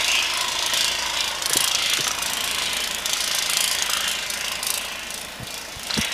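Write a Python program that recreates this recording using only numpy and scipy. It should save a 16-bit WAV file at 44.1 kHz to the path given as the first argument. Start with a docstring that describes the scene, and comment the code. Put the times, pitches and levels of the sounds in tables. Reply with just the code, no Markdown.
"""A snowy street, heard from a porch through a small hand-held camera, with a snowblower at work.
Its engine fires about 27 times a second: each firing is a bright burst of rasping noise over a faint hum of sines.
Auger and impeller churn snow in a ringing steel housing: noise through resonances that swells with each firing.
The governor hunts, so the cracks come in surges, two or three a second. Lumps of snow knock in the chute,
and the hand bumps and scuffs the camera: short dull wobbles and gritty rasps."""
import sys
import numpy as np
from scipy import signal
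from scipy.fft import rfft, irfft, next_fast_len
from scipy.io import wavfile
from scipy.ndimage import map_coordinates

SR = 44100
rng = np.random.default_rng(int(sys.argv[2]) if len(sys.argv) > 2 else 0)


def master_out(mix):
    """Clip the mix to full scale and print it as 16-bit PCM to the path in sys.argv[1]."""
    frames = np.transpose(np.atleast_2d(mix))
    ceiling = np.clip(frames, -1, 1)
    pcm = np.round(ceiling * 32767).astype(np.int16)
    wavfile.write(sys.argv[1], SR, pcm)


N = 270333

# how hard the auger and impeller work, as the level of their churn: (time [s], level [dB])
LOAD = [(0, -24), (.18, -26.5), (.3, -26), (.68, -27.5), (.8, -24), (1.05, -29), (1.22, -26), (1.42, -31),
        (1.9, -24.5), (2.17, -30.5), (2.4, -30.5), (2.62, -26.5), (3.02, -31.5), (3.09, -29.5), (3.6, -28),
        (4.1, -26.5), (4.33, -34), (4.8, -33.5), (5.38, -41), (5.84, -37), (6, -28)]
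# surges, when the throttle snaps open:
# (start [s], length [s], crack level [dB], top octave over crack [dB], change of spray [dB])
SURGES = [(0, 0.19, -25, -5.5, 1.5), (.32, 0.16, -28, -0.5, -1), (0.717, 0.13, -21.5, -4.5, 2.5),
          (1.154, 0.13, -24, -13, -3), (1.478, 0.16, -22, 3, 3.5), (1.827, 0.38, -24.5, -3.5, 0.5),
          (2.188, 0.38, -26, 0.5, 0.5), (2.696, 0.34, -27, 0, -2.5), (3.047, 0.12, -22, -6, 4.5),
          (3.187, .27, -24, -2.5, 3), (3.47, 0.26, -24, 3, 3), (3.847, 0.25, -26.5, 0, -1.5),
          (4.28, 0.27, -27, -2, 3), (4.609, 0.16, -25, 2.5, 4.5), (5.084, .11, -33, 3.5, 3),
          (5.46, 0.094, -34, 1, 7), (5.943, 0.13, -28.5, 1, -5)]
# spectrum of a sharp crack: (frequency [Hz], relative level [dB per Hz])
CRACK = [(900, -48), (2000, -29), (3200, 1), (4800, -3), (6100, 0.5), (7500, -5), (9000, -41), (12000, -50)]
REFERENCE_LOAD_DB = -28  # churn level at which the other load-dependent levels are given
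POP_LEAD_S = 0.003303  # the muffler's pop and the chuff come this long before the crack


def amp(db):
    """Decibels to gain."""
    return 10 ** (np.asarray(db) / 20)


def unit(x):
    """x scaled to rms 1."""
    return x / np.sqrt(np.mean(x ** 2) + 1e-20)


def curves(rows):
    """One value per sample for each column after the time."""
    s, *cols = np.transpose(rows)
    return [np.interp(np.arange(N) / SR, s, c) for c in cols]


def wobble(rate):
    """A smooth random curve with rate knots a second."""
    knots = rng.standard_normal(int(N * rate / SR) + 4)
    return map_coordinates(knots, [np.arange(N) * rate / SR])


def filtered(x, response):
    """x with each frequency scaled by response(Hz)."""
    size = next_fast_len(N + SR // 2)
    return irfft(rfft(x, size) * response(np.fft.rfftfreq(size, 1 / SR)), size)[:N]


def coloured(x, spectrum):
    """x shaped by (Hz, dB) points, at rms 1; the ends fall away steeply."""
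    f, db = np.transpose(spectrum)
    f = np.r_[f[0] / 2, f, f[-1] * 2]
    db = np.r_[-120, db, -120]
    return unit(filtered(x, lambda hz: amp(np.interp(np.log(hz + 1), np.log(f), db))))


def ringing(x, modes):
    """x through a set of (Hz, width Hz, dB) resonances, at rms 1."""
    def response(f):
        total = 0
        for k, (centre, width, db) in enumerate(modes):
            bell = 1j * f * width / (centre * centre - f * f + 1j * f * width)
            total = total + (-1) ** k * amp(db) * bell  # signs alternate
        return total
    return unit(filtered(x, response))


def rattle(age, repeat):
    """Noise of which a share repeats with every firing; age is the time since the firing."""
    share = np.clip(repeat, 0, 1)
    pattern = map_coordinates(rng.standard_normal(SR // 16), [age * SR], mode="mirror")
    return np.sqrt(share) * pattern + np.sqrt(1 - share) * rng.standard_normal(N)


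def puff(age, rise, decay):
    """A burst that starts at age 0; rise and decay in seconds."""
    age = np.maximum(age, 0)
    return (1 - np.exp(-age / rise)) * np.exp(-age / decay)


def per_firing(cycle, spread_db):
    """A new random gain for every firing."""
    return amp(spread_db * rng.standard_normal(cycle.max() + 1))[cycle]


def firing(fired, s):
    """True for the firing nearest to time s."""
    return np.arange(len(fired)) == np.argmin(np.abs(fired - s))


def throttle(now, start, length):
    """Throttle opening during one surge, 0-1: it opens fast, eases, then closes."""
    open_s, close_s, sag_db_per_s = 0.0086, 0.044, 9
    since = np.maximum(now - start, 0)
    opened = (1 - np.exp(-since / open_s)) * amp(-sag_db_per_s * since)
    return opened * np.exp(-np.maximum(since - length, 0) / close_s)


def falter(fired):
    """Change in dB of each firing: some barely catch and are mostly weaker, the rest stay at zero."""
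    # (time [s], change of the crack [dB])
    weak_firings = [(.263, -9), (1.349, -5), (1.385, -4), (1.786, -1), (2.152, -5), (2.62, 0), (2.876, -4),
                    (2.985, -4), (3.02, -12), (3.17, 1), (3.428, -3), (3.862, -3), (4.043, -4.5),
                    (4.152, -0.5), (4.262, -2), (4.59, -6), (5.36, -4), (5.397, -8), (5.65, -2), (5.75, -3),
                    (6.084, -13)]
    return sum(db * firing(fired, s) for s, db in weak_firings)


def chuff(level, age, db, centre_hz, width_hz):
    """Each firing gives a short hollow chuff just ahead of its crack, louder when it fires harder."""
    hollow = ringing(rattle(age, repeat=0.5), [(centre_hz, width_hz, 0)])
    burst = level * unit(puff(age, rise=0.00046, decay=0.0019)) * hollow
    return amp(db) * np.interp(np.arange(N) + POP_LEAD_S * SR, np.arange(N), burst)


def exhaust(fired, cycle, age):
    """The valve opens with a sharp crack; a weaker puff follows as the piston pushes the gas out."""
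    # firings that bark harder than their neighbours: (time [s], level [dB], top octave over crack [dB])
    barks = [(.408, -28, -3), (.63, -29, -9), (.662, -22, -5), (.736, -25.5, -7), (.882, -29, -6),
             (1.062, -28.5, -14), (1.098, -32, -11), (1.208, -24.5, -11), (1.279, -30, 0), (1.421, -22, -6),
             (1.459, -23, -6), (1.533, -21, -11), (1.57, -20.5, -3), (1.676, -20, -3), (1.714, -23, -16),
             (1.749, -22, -15), (1.829, -24.5, -4), (1.934, -23.5, -4), (2.043, -27, -13),
             (2.075, -22.5, -3.5), (2.337, -36, 9), (2.442, -28, 4), (2.805, -36, 1), (2.84, -34, 3),
             (3.058, -26, -10), (3.096, -28, -8), (3.132, -21, -6), (3.35, -28, 6), (3.384, -21.5, -7),
             (3.495, -30, 7), (3.533, -28, -7), (3.57, -19, -6), (3.714, -31, -12), (3.792, -25.5, -6),
             (3.822, -19, -6.5), (3.897, -21, 0), (3.935, -24, -2), (4.08, -25.5, -3), (4.115, -29, 3),
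             (4.298, -29, 3), (4.48, -32, 0), (4.52, -30, -3), (4.704, -25, -1), (4.85, -33, -1),
             (5.178, -33, -5), (5.834, -40, 6), (5.87, -36, 6), (6.049, -37, 2)]
    # spectrum of the top octave: (frequency [Hz], relative level [dB per Hz])
    sizzle_spectrum = [(5500, -28), (8000, -3), (9700, -1.5), (12000, -5.5), (15000, -15.5)]
    idle_db, idle_top_db = -3, -6  # cracks on a closed throttle, over the churn; their top octave
    idle_dulls = 0.62  # that top octave drops as the load rises (dB per dB)
    dulls_db_per_s = 1.5  # a surge's top octave falls with time from its start
    wash_db, wash_at_s, wash_s = -18.5, 0.019, 0.0074  # hiss one crank turn later: level, centre, length

    # (gain, top octave in dB) of everything that drives a firing; their powers add
    load_db = np.interp(fired, *np.transpose(LOAD))
    pushes = [(amp(load_db + idle_db), idle_top_db - idle_dulls * (load_db - REFERENCE_LOAD_DB))]
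    for s, length, db, top_db, _ in SURGES:
        pushes.append((amp(db) * throttle(fired, s, length), top_db - dulls_db_per_s * np.abs(fired - s)))
    for s, db, top_db in barks:
        pushes.append((amp(db) * firing(fired, s), top_db))
    level = np.sqrt(sum(gain ** 2 for gain, top_db in pushes))[cycle]
    top = np.sqrt(sum((gain * amp(top_db)) ** 2 for gain, top_db in pushes))[cycle]

    weak = amp(falter(fired))[cycle]
    first = puff(age - .0004, rise=0.00063, decay=0.0029)
    second = 0.22 * per_firing(cycle, spread_db=3.0) * puff(age - .0046, rise=0.00068, decay=0.0028)
    blow = unit(first + second) * per_firing(cycle, spread_db=1.0) * weak
    grit = unit(amp(2.7 * wobble(1300)))
    crack = amp(-7.0) * level * coloured(rattle(age, repeat=0.19), CRACK)
    sizzle_gain = amp(-8.0) * top * per_firing(cycle, spread_db=1.25)
    sizzle = sizzle_gain * coloured(rattle(age, repeat=0.14), sizzle_spectrum)
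    swell = unit(np.exp(-((age - wash_at_s) / wash_s) ** 2))
    wash_gain = amp(wash_db) * top * per_firing(cycle, spread_db=3.0) * swell
    wash = wash_gain * coloured(rattle(age, repeat=0.15), sizzle_spectrum)
    hollow = chuff(level * weak, age, db=-19.0, centre_hz=1200, width_hz=350)
    return hollow + blow * grit * (crack + sizzle) + wash


def auger(fired, cycle, age, load_db):
    """Snow and loose steel churn in the housing, surging with each power stroke; spray hisses from the chute."""
    # resonances of the steel housing: (centre [Hz], width [Hz], relative level [dB])
    housing = [(2095, 79, -9), (2233, 16, -4), (2390, 65, -4), (2690, 55, -3), (2855, 150, -3.5),
               (3220, 81, -6.5), (3435, 100, 0)]
    # spectra of churned and sprayed snow: (frequency [Hz], relative level [dB per Hz])
    churn_spectrum = [(1400, -27), (2000, -2), (2900, -1), (3500, -3.5), (4000, -6), (5000, -19)]
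    spray_spectrum = [(3000, -6.5), (4100, -0.5), (5100, 1), (6100, -1), (7500, -5.5), (10000, -12),
                      (15000, -28)]
    # the churn's brightest band wanders: (time [s], centre [Hz], level over the churn [dB])
    bright_band = [(0, 2510, -12), (.14, 2654, 0.5), (.3, 3137, -3.5), (.55, 3260, -10), (.85, 3148, -5.5),
                   (1.22, 3340, -3), (1.65, 2950, -7.5), (1.85, 3038, -3), (2.02, 2750, -6.5),
                   (2.25, 2994, -9), (2.45, 3044, -3), (2.7, 3145, -7), (3.1, 3202, -5.5), (3.35, 3150, -6),
                   (3.57, 3003, -3.5), (3.8, 3100, -8), (4.1, 2800, -8), (4.45, 2427, -3.5),
                   (4.9, 2800, -5), (6.1, 2595, -9)]
    weak_churn = 0.25  # the churn follows a weak firing (dB per dB)
    churn_rise_db = 0.82  # rise of the churn at open throttle
    spray_ends_s, spray_lapse = 0.028, 0.24  # spray thins before the next firing: from when, by what share

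    churn_db = load_db + weak_churn * falter(fired)[cycle]
    spray_db = -4.5  # over the churn
    for s, length, _, _, extra_db in SURGES:
        opening = throttle(fired, s, length)[cycle]
        churn_db = churn_db + churn_rise_db * opening
        spray_db = spray_db + extra_db * opening

    surge = unit(1 + 0.66 * puff(age, rise=0.0015, decay=0.0044)) * unit(amp(1.7 * wobble(350)))
    steel = ringing(surge * rattle(age, repeat=0.44), housing)
    snow = surge * coloured(rattle(age, repeat=0.36), churn_spectrum)
    ring_hz, ring_db = curves(bright_band)
    angle = 2 * np.pi * np.cumsum(ring_hz) / SR
    ring = surge * unit(wobble(950) * np.cos(angle) + wobble(950) * np.sin(angle))  # a moving band of noise
    churn = amp(churn_db) * (amp(-8.0) * steel + amp(-3.5) * snow + amp(ring_db) * ring)

    lapse = 1 - spray_lapse * (1 - np.exp(-(age / spray_ends_s) ** 6))
    flow = unit(np.exp(-age / 0.057) * lapse * amp(1.4 * wobble(700))) * per_firing(cycle, spread_db=1.5)
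    spray = amp(churn_db + spray_db) * flow * coloured(rattle(age, repeat=0.23), spray_spectrum)
    return churn + spray


def body(turns, rate, load_db):
    """Each firing pops twice in the muffler and drones in the chute; drone and chute follow the load."""
    # resonances of the muffler: (centre [Hz], width [Hz], relative level [dB])
    muffler_modes = [(988, 150, 0), (1105, 113, -1), (692, 150, -11)]
    # how loud the muffler is: (time [s], level [dB])
    muffler_level = [(0, -38.5), (.4, -33.5), (.85, -38), (1.3, -35), (1.62, -35.5), (1.88, -49),
                     (2.2, -35.5), (3, -46), (3.9, -41), (4.25, -46.5), (4.7, -41), (5.3, -59), (6.1, -49)]
    # spectra of the low drone and the chute's rumble: (frequency [Hz], relative level [dB per Hz])
    drone_spectrum = [(250, -47), (450, -3), (520, -2), (600, 1), (800, -1), (1100, -3.5), (1400, -22)]
    chute_spectrum = [(900, -17), (1230, -4), (1400, -0.5), (1650, -1.5), (1900, 0.5), (2500, -13.5)]
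    # slugs of snow swell the chute's rumble: (time [s], length [s], extra level [dB])
    slugs = [(1.952, 0.053, 3.5), (2.45, 0.58, 1), (3.945, 0.13, 4.5), (4.403, 0.073, 4.5)]
    second_pop_s, second_pop = 0.0117, 0.37  # delay and relative size of the second pop

    t = np.arange(N) / SR
    effort_db = load_db - REFERENCE_LOAD_DB
    age = (turns + POP_LEAD_S * rate) % 1 / rate  # time since the pop
    drone_db = -41 + 0.23 * effort_db + 0.2 * wobble(7.4)
    slug_db = sum(db * np.exp(-((t - s) / length) ** 2) for s, length, db in slugs)
    chute_db = -36 + 0.57 * effort_db + slug_db
    pop = puff(age, rise=0.00059, decay=0.002)
    pop = pop + second_pop * puff(age - second_pop_s, rise=0.00092, decay=0.0036)
    throb = amp(2.0 * np.cos(2 * np.pi * rate * (age - .009)) + 1.4 * wobble(150))
    drone = amp(drone_db) * unit(1 + 1.8 * pop) * coloured(rattle(age, repeat=0.26), drone_spectrum)
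    popping = ringing((1 + 4.0 * pop) * rattle(age, repeat=0.19), muffler_modes)
    muffler = amp(curves(muffler_level)[0]) * popping
    rumble = unit(throb * (1 + 0.33 * pop)) * coloured(rattle(age, repeat=0.37), chute_spectrum)
    return drone + muffler + amp(chute_db) * rumble


def hum(turns, age, by_wall):
    """The engine's hum wavers, and changes its balance as the camera turns from the wall, above a soft rumble."""
    # sine tones: (multiple of the firing rate, mean level by the wall [dB], mean level in the open [dB])
    orders = [(1, -65, -65.5), (2, -55.5, -56), (3, -61, -63), (5, -54, -64), (6, -70, -64.5),
              (7, -73, -62.5), (13, -55.5, -65.5)]
    # how loud the low rumble is: (time [s], level [dB])
    rumble_level = [(0, -48), (1.8, -47.5), (2.15, -45.5), (2.75, -44), (3.2, -46.5), (4.9, -48.5),
                    (6.1, -47.5)]
    # spectrum of the low rumble: (frequency [Hz], relative level [dB per Hz])
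    rumble_spectrum = [(15, -10), (28, -8), (45, -6), (70, -0.5), (120, -5), (200, 0), (300, -0.5),
                       (420, -3.5), (700, -11)]
    out = amp(curves(rumble_level)[0]) * coloured(rattle(age, repeat=0.12), rumble_spectrum)
    for k, wall_db, open_db in orders:
        level_db = open_db + by_wall * (wall_db - open_db) + 2.0 * wobble(3.16)
        waver = 0.021 * wobble(20)
        tone = np.sin(2 * np.pi * (round(k) * (turns + waver) + rng.random()))
        out += amp(level_db) * np.sqrt(2) * tone
    return out


def scintillate(x, depth_db, width_hz, seconds):
    """Moving air lets patches of the spectrum swell and fade on the way across the street."""
    hz, t, z = signal.stft(x, SR, nperseg=2048)
    rows, cols = np.meshgrid(hz / max(width_hz, 25), t / max(seconds, .03), indexing="ij")
    field = map_coordinates(rng.standard_normal((900, 220)), [rows, cols], mode="mirror")
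    # weak in the bass and in the extreme treble
    depth = depth_db * (hz ** 2 / (hz ** 2 + 1100 ** 2) / (1 + (hz / 12000) ** 2))[:, None]
    gain = amp(depth * field - depth ** 2 * np.log(10) / 20 * 0.6)  # swells add little to the mean power
    return signal.istft(z * gain, SR, nperseg=2048)[1][:N]


def porch(x):
    """The house wall behind the camera returns the lows and mids a few milliseconds late."""
    # the wall's echo: (time [s], delay [ms], strength [0-1])
    wall = [(0, 2.93, 0.25), (1.3, 3.37, 0.3), (1.9, 3.6, 0), (2.6, 4.8, 0.21), (4.2, 5.02, 0.23),
            (6.1, 4.4, 0.09)]
    delay_ms, strength = curves(wall)
    late = np.arange(N) - delay_ms * SR / 1000
    soft = filtered(x, lambda hz: 1 / (1 + (hz / 1900) ** 4))
    return x + strength * np.interp(late, np.arange(N), soft)


def hiss(db):
    """A faint steady hiss, made of shaped noise, lies under everything."""
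    # (frequency [Hz], relative level [dB per Hz])
    hiss_spectrum = [(600, -0.5), (2500, -2), (5000, 0), (8000, -6.5), (15000, -8.5)]
    return amp(db) * coloured(rng.standard_normal(N), hiss_spectrum)


def bumps(rough):
    """Soft contacts of the hand knock the camera and rock it for a few cycles, with a dull rub around each."""
    # (time [s], knock level [dB], knock pitch [Hz], knock length [s], thud level [dB], thud pitch [Hz])
    contacts = [(1.509, -30, 479, 0.003, -41, 140), (1.56, -17, 420, 0.0021, -40, 140),
                (1.572, -25, 480, 0.0018, -41, 130), (1.604, -31, 560, .003, -40, 130),
                (1.992, -26.5, 318, 0.0025, -38, 145), (2.003, -33, 420, .004, -37, 140),
                (5.402, -31, 170, 0.003, -31.5, 105), (5.423, -35, 225, 0.0046, -43, 200.3),
                (5.432, -29, 110, 0.0035, -45, 89.9), (5.772, -32.5, 85, 0.005, -52, 120.5),
                (5.975, -19.5, 160, 0.005, -24, 170), (5.979, -24.5, 437, 0.0034, -26, 220),
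                (5.99, -20.5, 213, 0.005, -24, 85)]
    thud_s, thud_lag_s = 0.01, 0.00985  # the camera body rocks on after each knock: length, delay
    t, out = np.arange(N) / SR, np.zeros(N)
    grip = coloured(rng.standard_normal(N), [(20, 8), (700, -9), (1200, -25)])

    def rock(since, hz, length):
        return np.exp(-(since / length) ** 2) * np.sin(2 * np.pi * (hz * since + rng.random()))

    for s, db, hz, length, thud_db, thud_hz in contacts:
        rub = ringing(grip, [(hz, 0.51 * hz, 0)]) * np.exp(-np.abs(t - s) / (1.43 * length))
        out += amp(db) * (rock(t - s, hz, length) + rough * rub)
        out += amp(thud_db) * rock(t - s - thud_lag_s, thud_hz, thud_s)
    return out


def knocks(ring_hz, width_hz, decay):
    """Hard lumps strike the chute with a tick, a short hollow ring and a broad clatter."""
    # (time [s], level [dB], tick over the knock [dB])
    lumps = [(2.068, -14, -8), (2.108, -16.5, -7), (2.179, -21, -8), (2.218, -21, -5), (3.894, -24, -7),
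             (3.931, -19.5, -11), (3.967, -21, -11), (4.003, -21, -14), (4.074, -26, -10)]
    t, out = np.arange(N) / SR, np.zeros(N)
    grit = coloured(rng.standard_normal(N), CRACK)
    clatter = ringing(rng.standard_normal(N), [(ring_hz, width_hz, 0)])
    for s, db, tick_db in lumps:
        ring = np.sin(2 * np.pi * ring_hz * rng.normal(1, 0.02) * (t - s))
        blow = puff(t - s, rise=0.00036, decay=decay) * (ring + 0.6 * clatter)
        tick = amp(tick_db) * puff(t - s, rise=.0004, decay=0.0069) * grit
        out += amp(db) * (blow + tick)
    return out


def scuffs():
    """Fingers shift their grip, and the engine fires at 5.976 s and 6.013 s: each rasp starts sharply, climbs
    in pitch and dies away gritty."""
    # (start [s], level [dB], starting pitch [Hz], width [Hz], decay [s])
    slips = [(5.469, -30, 3200, 900, 0.008), (5.897, -25, 3600, 4010, .012),
             (5.898, -29, 1300, 1100, 0.028), (5.906, -21.5, 3800, 750, 0.006),
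             (5.931, -22.5, 3070, 600, 0.0066), (5.939, -18, 4020, 1000, 0.006),
             (5.953, -26, 3470, 900, 0.0124), (5.972, -29.5, 1296, 1200, 0.035),
             (5.976, -21, 5140, 1200, 0.0096), (6.013, -22, 5170, 1600, 0.0086),
             (6.01, -30, 2010, 1000, 0.05)]
    slip_rise = .2  # share by which the pitch climbs as the slip speeds up
    t, out = np.arange(N) / SR, np.zeros(N)
    grit = rng.standard_normal(N) * amp(3.0 * wobble(900))
    for s, db, hz, width_hz, length in slips:
        pitch = hz * (1 + slip_rise * (1 - np.exp(-np.maximum(t - s, 0) / length)))
        rasp = unit(filtered(grit, lambda f: 1 / (1 + (2 * f / width_hz) ** 4)))
        carrier = np.sqrt(2) * np.cos(2 * np.pi * np.cumsum(pitch) / SR)  # lifts the rasp to the pitch
        out += amp(db) * puff(t - s, rise=.0008, decay=length) * rasp * carrier
    return out


def scene():
    """One firing for two turns of the crank drives every part of the machine."""
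    # mean engine speed: (time [s], speed [rpm])
    speed = [(0.0, 3278), (0.61, 3309), (1.23, 3322), (1.84, 3278), (2.45, 3335), (3.06, 3276),
             (3.68, 3302), (4.29, 3266), (4.9, 3292), (5.52, 3293), (6.13, 3337)]
    # the camera turns away from the wall: (start [s], end [s])
    turn_s = [1.45, 2]
    hunt_rpm, hunt_hz, hunt_top_s = 77, 2.541, .09  # the governor hunts: swing, rate, time of the first top
    t = np.arange(N) / SR
    rpm = curves(speed)[0] + hunt_rpm * np.cos(2 * np.pi * hunt_hz * (t - hunt_top_s))
    rate = rpm / 120  # firings a second
    turns = .785 + np.cumsum(rate) / SR  # firings counted so far, with fractions
    cycle, age = turns.astype(int), turns % 1 / rate  # number of the firing, seconds since it
    fired = np.interp(np.arange(cycle.max() + 1), turns, t)  # time of each firing
    load_db, = curves(LOAD)
    by_wall = np.interp(t, turn_s, [1, 0])
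    machine = exhaust(fired, cycle, age) + auger(fired, cycle, age, load_db) + body(turns, rate, load_db)
    machine = scintillate(machine, depth_db=1.57, width_hz=602, seconds=0.1595)  # broad patches
    machine = scintillate(machine, depth_db=3.5, width_hz=60, seconds=.14)  # narrow patches
    lumps = knocks(ring_hz=1285, width_hz=860, decay=0.0033)
    outdoors = porch(machine + hum(turns, age, by_wall) + lumps)
    return (outdoors + bumps(rough=0.52) + scuffs() + hiss(db=-44.0))[None]


def record(dry):
    """The camera cuts off steeply above its band limit."""
    top_hz = 15200
    return filtered(dry[0], lambda hz: 1 / np.sqrt(1 + (hz / top_hz) ** 120))[None]


dry = scene()
out = record(dry)
master_out(out)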